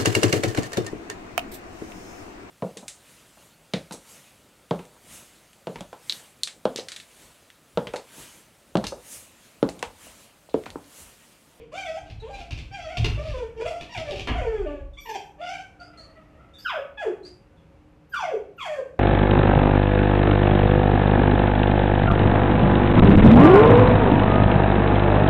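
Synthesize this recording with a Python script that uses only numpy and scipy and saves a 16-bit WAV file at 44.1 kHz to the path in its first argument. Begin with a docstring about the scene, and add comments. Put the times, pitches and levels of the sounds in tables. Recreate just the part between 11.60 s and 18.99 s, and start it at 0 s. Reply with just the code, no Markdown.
"""Puppy at a wooden door

A small puppy whines and yelps in a hard-floored room, heard from a few metres away.
Its cries are stacks of harmonics and pulsed breath shaped by the throat; its nose whistles with gliding tones.
Its paws ring the loose door panel at a few low pitches, and its claws tick and scrape as bursts of noise.
Short echoes and a fading tail of noise make the room ring, over a soft hush and a household hum.
"""
import sys
import numpy as np
from scipy import signal
from scipy.fft import rfft, irfft, next_fast_len
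from scipy.io import wavfile
from scipy.ndimage import uniform_filter1d, map_coordinates

SR = 44100
rng = np.random.default_rng(int(sys.argv[2]) if len(sys.argv) > 2 else 0)


def generate_wav(signal):
    """Clip the signal to [-1, 1] and save it as 16-bit WAV at the path in sys.argv[1]."""
    frames = np.transpose(np.atleast_2d(signal))
    scaled = np.clip(frames, -1, 1) * 32767
    pcm = np.round(scaled).astype(np.int16)
    wavfile.write(sys.argv[1], SR, pcm)


def makeup_ratio(level_db):
    """Linear amplitude ratio for a level in decibels (20 dB per factor of ten)."""
    decades = np.asarray(level_db, float) / 20
    return 10 ** decades


N = 325987
T = np.arange(N) / SR  # time of every sample, s

# All levels in the tables are relative: the functions mix and scale them further.
# The puppy's cries, one curve each: (time [s], middle pitch [Hz], effort [dB])
CRY_CURVES = [
    [(0.0, 474, -42), (0.03, 461, -59), (0.055, 426, -58)],
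    [(0.12, 506, -43.5), (0.14, 644, -41), (0.165, 740, -36), (0.19, 795, -37), (0.245, 740, -40),
     (0.275, 655, -34.5), (0.33, 651, -42.5), (0.355, 667, -37.5), (0.375, 792, -34), (0.43, 786, -63)],
    [(0.622, 435, -45.5), (0.65, 463.4, -43), (0.672, 539, -46.5), (0.692, 598.5, -39)],
    [(0.7, 803, -42), (0.75, 809.6, -38.5), (0.782, 794.5, -44.5), (0.81, 706, -43.5), (0.835, 664, -47.5),
     (0.9, 684, -71)],
    [(1.115, 780, -49.5), (1.15, 790, -36.5), (1.2, 657, -39.5), (1.27, 633, -41), (1.29, 653, -37),
     (1.32, 753.5, -39), (1.36, 709, -36.5), (1.42, 748, -71)],
    [(1.575, 577.3, -38), (1.61, 596, -41), (1.635, 639, -41), (1.665, 609.7, -41.5), (1.725, 589, -46.5),
     (1.745, 517, -38), (1.775, 489, -33.5), (1.85, 440, -42.5), (1.875, 419, -69)],
    [(1.95, 430, -51), (1.985, 438.3, -45), (2.003, 441, -33), (2.015, 490.4, -34.5), (2.045, 478, -53)],
    [(2.05, 560.5, -43), (2.075, 717, -36), (2.1, 710, -44.5), (2.113, 673, -25.5), (2.13, 650, -61.5),
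     (2.16, 670, -45), (2.28, 714.4, -70)],
    [(2.295, 942, -41.5), (2.33, 941.5, -35.5), (2.347, 859, -45.5), (2.362, 722, -39), (2.387, 644, -35.5),
     (2.445, 631.3, -44), (2.51, 554, -32.5)],
    [(2.52, 408.5, -39.5), (2.54, 369.7, -41), (2.57, 379.4, -50), (2.63, 384.2, -58)],
    [(2.745, 684, -36.5), (2.773, 767.4, -30.5), (2.817, 508, -33), (2.857, 461.5, -32.5),
     (2.9, 444.5, -35), (2.977, 404.7, -35), (3.05, 351.7, -37)],
    [(3.06, 306, -44.5), (3.09, 292.7, -48.5), (3.2, 283, -50.5), (3.27, 282.4, -80)],
    [(3.372, 1060, -54), (3.378, 1120, -45.5), (3.405, 1144, -61), (3.445, 1101, -67)],
    [(3.455, 467.4, -54), (3.485, 450, -68), (3.495, 436, -43.5), (3.52, 432, -61.5), (3.535, 430, -53),
     (3.562, 400, -46.5), (3.575, 400, -74), (3.64, 435, -78)],
    [(3.785, 563.4, -48), (3.805, 639.7, -44), (3.818, 701, -39.5), (3.88, 724.4, -37), (3.945, 791, -39),
     (3.995, 762, -45), (4.02, 761, -56)],
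    [(4.195, 690, -47), (4.23, 680, -56), (4.29, 671, -59.5), (4.44, 618.5, -65.5), (4.52, 648.5, -62.5),
     (4.7, 634, -73.5), (4.92, 667.5, -63.5)],
    [(5.04, 1666, -82), (5.052, 1646, -34.5), (5.061, 1566, -22.5), (5.067, 1410, -27.5),
     (5.074, 1292, -39), (5.09, 1240, -25), (5.11, 916, -32), (5.14, 680, -35.5), (5.188, 562, -34),
     (5.27, 577.7, -78)],
    [(5.376, 852, -43), (5.41, 812.4, -36), (5.46, 436, -27.5), (5.48, 359.6, -36.5), (5.512, 363, -35),
     (5.56, 410, -68)],
    [(6.52, 1620, -53), (6.535, 1600, -37), (6.541, 1528, -23), (6.549, 1401, -34), (6.559, 1202, -29),
     (6.579, 1123, -30.5), (6.589, 1038, -29), (6.605, 850, -33.5), (6.621, 843, -31.5),
     (6.632, 760, -28.5), (6.66, 680, -34.5), (6.717, 552.5, -32), (6.743, 396.2, -29.5),
     (6.81, 372.7, -57.5)],
    [(6.982, 1388, -37), (6.99, 1320, -35.5), (7.009, 1135, -31.5), (7.025, 1070, -37.5),
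     (7.053, 827, -33.5), (7.072, 666, -36.5), (7.13, 608, -30), (7.18, 540, -38.5), (7.195, 531, -23.5),
     (7.23, 540.4, -95), (7.26, 506, -35.5), (7.3, 560, -68), (7.39, 549, -46)],
]
# How open the mouth is, one row per cry: (second harmonic over the first [dB], higher harmonics over the first [dB],
# closing speed [dB/s], loss from one harmonic to the next [dB], breath against the higher harmonics [dB])
MOUTH_SHAPES = [(-18, -8, -9, -1.1, -2), (-3, 2, 49.5, 2.8, -10.5), (-5.5, -14, 0, 0.8, 1),
                (-13, -8.5, 40, 4.5, -7), (-6.5, -0.5, 25.5, 1.4, -10.5), (-7, -9, 9, 2, -10.5),
                (-9.5, -9.5, -4, 1, -10), (-13.5, -7.5, 7, 1.5, -2), (-2, 6.5, 90, 2, -13.5),
                (2, -2, 32, -0.5, -8), (-10, -8.5, 15, 2.5, -14), (9, 4, 34, 3.9, -11.5),
                (10.5, 13, -2, -2, -20), (17.5, 15, 27, -0.46, -8), (-10, -5, -22, 3, -10.5),
                (2, -6, -1.5, 21, -4.5), (2, 2.5, 115, 5.5, -29.5), (-1.5, 5, 185, 6, -15.5),
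                (-7, 0.5, 87, 2, -16.5), (-1.5, 2.5, 81, 12, -11)]
# How the head is held, one row per cry: (throat resonances over their rest pitch [ratio], treble level [dB],
# how slowly the treble comes out [s])
HEAD_POSES = [(.99, -11, 0.014), (1.05, 5, 0.038), (1.03, -7, .01), (0.86, 5, 0.007), (0.98, -1.5, 0.007),
              (1.01, 2, 0.0092), (0.986, 3.5, .04), (0.96, 2, 0.026), (1.009, 1.5, 0.022), (0.83, -1, .01),
              (0.99, 1, 0.0084), (1.13, -8, .01), (1.015, 4, 0.025), (1.004, -1.5, 0.027),
              (1.03, 1.5, 0.064), (1.04, -17, .01), (1.025, 10, 0.042), (1.047, -1, 0.015),
              (1.007, 2.5, 0.0088), (1.03, 3, 0.04)]
# Resonances of the throat: (frequency [Hz], level [dB])
THROAT_COLOUR = [(400, 10.5), (1100, -1.5), (1600, 5.5), (2000, -0.5), (2350, 7), (2850, -2.5), (3350, 6),
                 (3650, -12.5), (3950, -8), (4300, -10), (4700, 3.5), (5250, -1), (5850, 3.5),
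                 (6400, -12.5), (7100, -6.5), (8500, -27), (14000, -58)]
# Hiss of air in the mouth: (frequency [Hz], level [dB])
BREATH_COLOUR = [(1200, -30), (1700, -14.5), (2300, 4.5), (2850, 2), (3450, -4), (3950, -13), (4350, -7.5),
                 (4700, -12.5), (5300, -14), (5850, -18.5), (6400, -11), (7000, -10.5), (8500, -20),
                 (14000, -36)]
# Small cavities that ring with the treble of the breath: (frequency [Hz], level [dB])
NOSE_COLOUR = [(4000, -5), (4350, -3), (4700, 5), (5250, -3), (5850, 5), (6350, -2), (7200, 0)]
# Stretches where the voice flutters more: (start [s], end [s], added depth [dB])
HOARSE_STRETCHES = [(3.455, 3.64, 4.5), (3.37, 3.45, 1.5), (3.8, 4.02, 2.5), (1.95, 2.28, 3.5),
                    (2.4, 2.63, 1.5), (5.41, 5.5, 1.5), (6.545, 6.7, 2), (7.0, 7.1, 2), (4.19, 4.92, 4),
                    (2.29, 2.36, 2.5), (1.57, 1.73, 2), (5.06, 5.2, 2)]
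# Hush of the house: (frequency [Hz], level [dB])
HUSH_COLOUR = [(15, -49.5), (24, -18), (33, -3.5), (60, 3.5), (161, -4), (274, -8.5), (304, -7.5),
               (377, -10.5), (546, -10.5), (641, -18.5), (694, -14.5), (1860, -24.5), (2690, -25.5),
               (3330, -33), (14400, -50.5)]
# Household hum: (frequency [Hz], middle level [dB])
HUM_LINES = [(64.6, -66.5), (161.5, -65.5), (199.2, -75), (301.5, -65), (549.1, -70.5)]
# Echoes off the floor, door and walls: (delay [s], level [dB])
NEAR_ECHOES = [(.0011, -12), (.0029, -9.5), (.0047, -20), (.0078, -9), (.0113, -5), (0.0155, -10),
               (0.0206, -7)]
# How long the room rings: (frequency [Hz], time to fall by 60 dB, before a last fade-out [s])
ROOM_DECAY = [(60, 0.61), (300, 0.39), (800, 0.51), (2000, 0.48), (4500, 0.29), (6500, 0.42), (13000, 0.63)]
# Paws pushing the door: (time [s], strength [dB], tilt towards the deep modes [dB/octave])
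PAW_PUSHES = [(0.417, -34, -7), (0.506, -28.5, -6), (0.563, -28.5, -1), (0.713, -31, 3), (0.911, -20, -7),
              (0.98, -30, 3), (1.09, -31.5, -9.5), (1.231, -34, -1), (1.3805, -14, -11),
              (1.407, -10.5, -6.5), (1.528, -15.5, -6.5), (1.677, -18, -2.5), (1.773, -27.5, -6),
              (1.944, -36, 0), (2.041, -30.5, -5), (2.361, -27.5, -11.5), (2.549, -27, -9),
              (2.598, -26, -3), (2.695, -14.5, -4.5), (2.769, -21, 10), (2.847, -23, -3), (2.986, -26, 8),
              (3.208, -28.5, 4.5)]
# Ways the door panel can ring: (frequency [Hz], level [dB], time to fall by 60 dB [s])
PANEL_MODES = [(36, -4.5, 0.83), (57.2, 2.5, 0.37), (68.6, -1, 0.27), (108.5, 0.5, 0.18),
               (144.7, -17.5, 0.41), (153.8, -26.5, 0.71), (247, -26, 0.22)]
# Paws sliding down the door: (start [s], strength [dB], time to swell to the peak [s])
PAW_SLIDES = [(0.446, -40.5, 0.042), (0.731, -32.5, 0.031), (0.785, -26.5, 0.014), (1.3, -38, 0.019),
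              (1.59, -25, 0.032), (1.683, -31.5, 0.028), (2.33, -35.5, 0.019), (2.448, -29, 0.042),
              (2.551, -23, 0.021)]
# Claws striking the wood: (time [s], strength [dB], how slowly the drag fades [s], knock against the strike [dB])
CLAW_STRIKES = [(0.499, -36.5, 0.011, -30), (0.907, -28, 0.074, -28), (0.975, -32.5, 0.023, -57),
                (1.3697, -19.5, 0.037, -16), (1.4437, -14.5, 0.0071, -10.5), (2.2093, -28.5, 0.081, -19),
                (2.375, -25, 0.025, -27), (2.672, -24, 0.019, 9)]
# Colour of claws on wood: (frequency [Hz], level [dB])
WOOD_COLOUR = [(300, 5.5), (1000, -13), (1900, -11), (2450, 4.5), (3200, -2), (5000, -9.5), (8000, -24.5),
               (14000, -41)]
# Colour of the hollow knock: (frequency [Hz], level [dB])
KNOCK_COLOUR = [(120, -14), (250, 9.5), (400, -2.5), (900, -3.5), (2000, -7), (3300, -4.5), (3900, -71)]
# Whistles in the nose: (start [s], length [s], first pitch [Hz], last pitch [Hz], starting level [dB])
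NOSE_WHISTLES = [(0.601, 0.016, 4040, 3760, -43), (3.335, 0.043, 3570, 3470, -53),
                 (3.406, 0.11, 12140, 12900, -52.5), (4.2, 0.073, 4640, 4880, -47),
                 (4.374, 0.085, 4284, 4420, -44), (4.938, 0.064, 3530, 3555, -48),
                 (4.986, 0.081, 4580, 5240, -43), (4.985, 0.11, 12850, 13460, -58),
                 (5.633, 0.02, 4100, 4346, -47.5), (5.651, 0.047, 4540, 4850, -40.5),
                 (2.197, 0.022, 3320, 3420, -43), (5.885, 0.17, 1503, 1460, -70),
                 (5.97, 0.052, 3420, 3300, -66), (6.495, 0.038, 13060, 12900, -56),
                 (6.969, 0.029, 12500, 12490, -62)]
# Air leaving the nose: (frequency [Hz], level [dB])
PUFF_COLOUR = [(600, -40), (1300, 6.5), (3000, -0.5), (4600, -5), (6500, 1), (10000, -10), (14000, -28.5)]
# Difference between left and right against the middle: (frequency [Hz], level [dB])
WIDTH_COLOUR = [(2500, -75.5), (3400, -49), (4500, -36), (6000, -23), (9000, -2.5), (12000, -7),
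                (14000, -38)]

TREBLE_HZ, TREBLE_HELD_DB = 3900, 11  # above here the voice beams; so much is lost while the nose points away
BREAK_DB, BREAK_MOST_DB = 1.6, 16  # fast slides break treble lines into hiss: loss per octave a second, and at most
SQUEAL_HZ, SQUEAL_DB = 850, 10  # above this pitch the voice thins to a purer tone, dB per octave
SHUT_DB, OPENING_S = -1.5, 0.014  # change in the closing loss at each start, and how fast it dies away
SECOND_CLOSING = 0.91  # the second harmonic loses this share of what the higher ones lose
ROCK_S, ROCK_LOSS_DB = 0.1, 8  # the loose door swings back after each push: delay and drop in level
WHISTLE_FADE_DB, WHISTLE_BEND = 10.5, 0.69  # loss from start to end; a bend under 1 makes the glide come early
TOP_HZ = 14300  # upper limit of the sound


def along(points, hz):
    """Reads a value between (Hz, value) points, spacing pitch on a log axis as the ear does."""
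    point_hz, values = np.transpose(points)
    return np.interp(np.log(hz + 1), np.log(point_hz + 1), values)


def coloured(x, spectrum):
    """Filters a sound by strengthening or weakening each frequency as a (Hz, dB) spectrum says."""
    size = next_fast_len(N + 8192)
    gain = makeup_ratio(along(spectrum, np.fft.rfftfreq(size, 1 / SR)))
    return irfft(rfft(x, size) * gain, size)[:N]


def wobble(rate):
    """Draws a smooth random curve through a given number of random points a second."""
    points = rng.standard_normal(int(N * rate / SR) + 4)
    return map_coordinates(points, [T * rate])


def played(calls, edge):
    """Joins the curves of all calls, with a gate that opens and shuts over edge seconds around each."""
    times, *columns = np.transpose(np.concatenate(calls))
    gate = sum(np.clip(np.minimum(T - c[0][0], c[-1][0] - T) / edge + .5, 0, 1) for c in calls)
    return [np.interp(T, times, column) for column in columns], np.minimum(gate, 1)


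def cries():
    """Vocal folds with a waver: a stack of harmonics and breath pulsed once a cycle, shaped by throat and mouth."""
    (hz, first_db), gate = played(CRY_CURVES, edge=.01)
    starts = np.array([cry[0][0] for cry in CRY_CURVES])
    current = np.maximum(np.searchsorted(starts, T + .005) - 1, 0)
    since_start = T - starts[current]
    age = np.maximum(since_start, 0)
    second_db, high_db, closing, loss_db, breath_db = np.transpose(MOUTH_SHAPES)[:, current]
    shift, treble_db, turn_s = np.transpose(HEAD_POSES)[:, current]

    # Nose, jaw and pitch set the brightness
    treble_db = treble_db - TREBLE_HELD_DB * np.exp(-(age / turn_s) ** 2)
    closed_db = closing * since_start + SQUEAL_DB * np.log2(np.maximum(hz / SQUEAL_HZ, 1))
    closed_db += SHUT_DB * np.exp(-age / OPENING_S)
    second_db = first_db + second_db - SECOND_CLOSING * closed_db
    # Brightness follows a smoothed effort
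    high_db = uniform_filter1d(first_db, size=1100) + high_db - closed_db
    slide = uniform_filter1d(np.abs(np.gradient(np.log2(hz))) * SR, size=400)  # octaves a second
    broken_db = np.minimum(BREAK_DB * slide, BREAK_MOST_DB)

    # Waver in pitch and flutter in level
    hz = hz * (1 + .014 * wobble(40))
    depth_db = 2.2 + sum(db * (T > start) * (T < end) for start, end, db in HOARSE_STRETCHES)
    flutter_db = depth_db * (.85 * wobble(70) + .4 * wobble(300))
    jitter = (depth_db - 1) * (.005 * wobble(90) + .004 * wobble(350))
    phase = 2 * np.pi * np.cumsum(hz * (1 + jitter)) / SR

    # The two lowest harmonics
    first = makeup_ratio(first_db + along(THROAT_COLOUR, hz)) * np.sin(phase)
    second_db = second_db + along(THROAT_COLOUR, 2 * hz / shift) + 2.5 * wobble(30)
    low = first + makeup_ratio(second_db) * np.sin(2 * phase)

    # Higher harmonics, with levels worked out at every 32nd sample
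    step = slice(None, None, 32)
    k = np.arange(3, 24)[:, None]
    weight = makeup_ratio(along(THROAT_COLOUR, k * (hz / shift)[step]) - loss_db[step] * k)
    # Even out their total slowly: lines still swell as they cross a resonance
    weight /= np.sqrt(uniform_filter1d(np.sum(weight ** 2, 0), size=100))
    beamed = np.clip((k * hz[step] - TREBLE_HZ) / 400 + .5, 0, 1)
    weight *= makeup_ratio((treble_db - broken_db)[step] * beamed)
    # Below 520 Hz alternate cycles are nearly alike: the odd lines fade with the lowest
    second_source_db = second_db_source(first_db, current, closed_db)
    doubled_db = np.where(hz < 520, np.clip(first_db - second_source_db, -18, 0), 0)[step]
    weight *= makeup_ratio(k % 2 * doubled_db)
    high = np.zeros(N)
    for n, w in zip(k[:, 0], weight):
        high += np.interp(T, T[step], w) * makeup_ratio(4 * wobble(60)) * np.sin(n * phase)

    # Breath, its treble beamed like that of the voice
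    breath = coloured(rng.standard_normal(N) * (1 + 1.2 * np.cos(phase)), BREATH_COLOUR)
    breath /= np.std(breath)
    highpass = signal.butter(4, TREBLE_HZ, "high", fs=SR, output="sos")
    beam = signal.sosfiltfilt(highpass, breath)
    beam_out = makeup_ratio(treble_db + 0.3 * broken_db) * coloured(beam, NOSE_COLOUR)
    high += makeup_ratio(breath_db) * (breath - beam + beam_out)
    return np.sqrt(2) * gate * makeup_ratio(flutter_db) * (low + makeup_ratio(high_db) * high)


def second_db_source(first_db, current, closed_db):
    """Level of the second harmonic as it leaves the vocal folds, before the throat colours it."""
    return first_db + np.transpose(MOUTH_SHAPES)[0, current] - SECOND_CLOSING * closed_db


def background():
    """Hush of the house as noise that swells slowly, with steady-pitched hum lines of unsteady level."""
    hush = coloured(rng.standard_normal(N), HUSH_COLOUR)
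    hum = np.zeros(N)
    for hz, db in HUM_LINES:
        phase = 2 * np.pi * hz * T + 0.78 * wobble(9.1)
        hum += makeup_ratio(db + 3.7 * wobble(9)) * np.sqrt(2) * np.sin(phase)
    return makeup_ratio(-54.5 + 1.5 * wobble(1.5)) * hush / np.std(hush) + hum


def echoes(near):
    """Nearby surfaces send back delayed, weaker copies of the sound."""
    return sum(makeup_ratio(db) * np.pad(near, (round(s * SR), 0))[:N] for s, db in NEAR_ECHOES)


def room_tail(seconds):
    """Room answer of energy 1: noise whose frequencies die at their own speeds, with no band favoured."""
    hz, t, z = signal.stft(rng.standard_normal(int(seconds * SR)), SR, nperseg=256)
    decay = makeup_ratio(-60 * t / along(ROOM_DECAY, hz)[:, None])
    answer = signal.istft(z * decay, SR, nperseg=256)[1]
    spectrum = rfft(answer)
    answer = irfft(spectrum / np.sqrt(uniform_filter1d(np.abs(spectrum) ** 2, size=30)))
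    kept = len(answer) * 3 // 4
    answer = answer[:kept] * np.hanning(kept * 2)[kept:]  # fade out
    return answer / np.linalg.norm(answer)


def door():
    """Each push and its rebound ring the panel's modes at new strengths; the tilt sets the share of deep ones."""
    out, t = np.zeros(N + SR), np.arange(SR // 2) / SR
    hz, level_db, t60 = np.transpose(PANEL_MODES)[:, :, None]
    chance = rng.standard_normal((len(PAW_PUSHES), 2, len(PANEL_MODES), 1))
    soft_start = 1 - np.exp(-t / 0.016)  # soft pads
    for (s, db, deep_db), pair in zip(PAW_PUSHES, chance):
        tilt_db = deep_db * np.log2(70 / np.minimum(hz, 150))
        for k, luck in enumerate(pair):  # the push, then its rebound
            push_db = db - 5.0 - k * ROCK_LOSS_DB
            gain = makeup_ratio(push_db + level_db + 1.86 * luck + tilt_db - 60 * t / t60)
            ring = np.sum(gain * np.sin(2 * np.pi * hz * t), 0)
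            out[round((s + k * ROCK_S) * SR):][:len(t)] += ring * soft_start
    return out[:N]


def claws():
    """A tick that drags into grit while the toes knock the hollow panel; slides swell and fade without a tick."""
    tick, scrape, knock = np.zeros((3, N))
    for s, db, length, knock_db in CLAW_STRIKES:
        after = np.maximum(T - s, 0)
        push = makeup_ratio(db - 5.5) * (1 - np.exp(-after / 0.0014))
        tick += push * 3.12 * np.exp(-after / 0.0052)
        scrape += push * 0.5 * np.exp(-after / length)
        knock += push * makeup_ratio(knock_db) * np.exp(-after / 0.04)
    for s, db, length in PAW_SLIDES:
        u = np.maximum(T - s, 0) / length
        scrape += makeup_ratio(db - 4.0) * u * np.exp(-u)
    roughness = makeup_ratio(5.5 * wobble(300) + 3 * wobble(50))
    grit = coloured(rng.standard_normal(N) * roughness, WOOD_COLOUR)
    hollow = coloured(rng.standard_normal(N), KNOCK_COLOUR)
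    crack = coloured(rng.standard_normal(N), WOOD_COLOUR)
    return tick * crack / np.std(crack) + scrape * grit / np.std(grit) + knock * hollow / np.std(hollow)


def whistles():
    """Air whistling in the nose: a rough, wavering sine that glides and fades, in a puff of hiss."""
    out = np.zeros(N)
    hiss = coloured(rng.standard_normal(N), PUFF_COLOUR)
    hiss *= makeup_ratio(-15.5) / np.std(hiss)
    for s, length, first_hz, last_hz, db in NOSE_WHISTLES:
        u = np.clip((T - s) / length, 0, 1)
        gate = np.clip(np.minimum(T - s, s + length - T) / .008 + .5, 0, 1)
        gate = np.sin(gate * np.pi / 2) ** 2
        hz = first_hz + (last_hz - first_hz) * u ** WHISTLE_BEND
        rough_hz = np.minimum(hz / 40, 110) * wobble(400)
        phase = 2 * np.pi * np.cumsum(hz * (1 + .013 * wobble(60)) + rough_hz) / SR
        octave = makeup_ratio(-31.5) * (hz < SR / 8) * np.sin(2 * phase)  # faint, and only over the lower whistles
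        level = makeup_ratio(db - WHISTLE_FADE_DB * u)
        out += np.sqrt(2) * gate * level * (np.sin(phase) + octave + hiss)
    return out * makeup_ratio(0.55 * wobble(77))


def scene():
    """The direct sound is weak at this distance; near surfaces and the room carry most of it."""
    near = cries() + whistles() + claws()
    early = near + echoes(near)
    wet = signal.fftconvolve(np.pad(near, (400, 0)), room_tail(0.95))[:N]
    mid = makeup_ratio(-6.5) * early + makeup_ratio(-6.5) * wet + door() + background()
    return np.array([mid, mid])


def top_cut(x):
    """Nothing passes above the cut-off."""
    return signal.sosfilt(signal.butter(12, 14540, fs=SR, output="sos"), x)


def record(dry):
    """The channels share their bass and differ mainly in the treble; a steep filter cuts the very top."""
    side = coloured(dry[0] * wobble(150), WIDTH_COLOUR)  # the difference flickers in sign and size
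    limit = signal.butter(24, TOP_HZ, fs=SR, output="sos")
    mix = signal.sosfilt(limit, dry + [side, -side])
    return top_cut(mix)


dry = scene()
out = record(dry)
generate_wav(out)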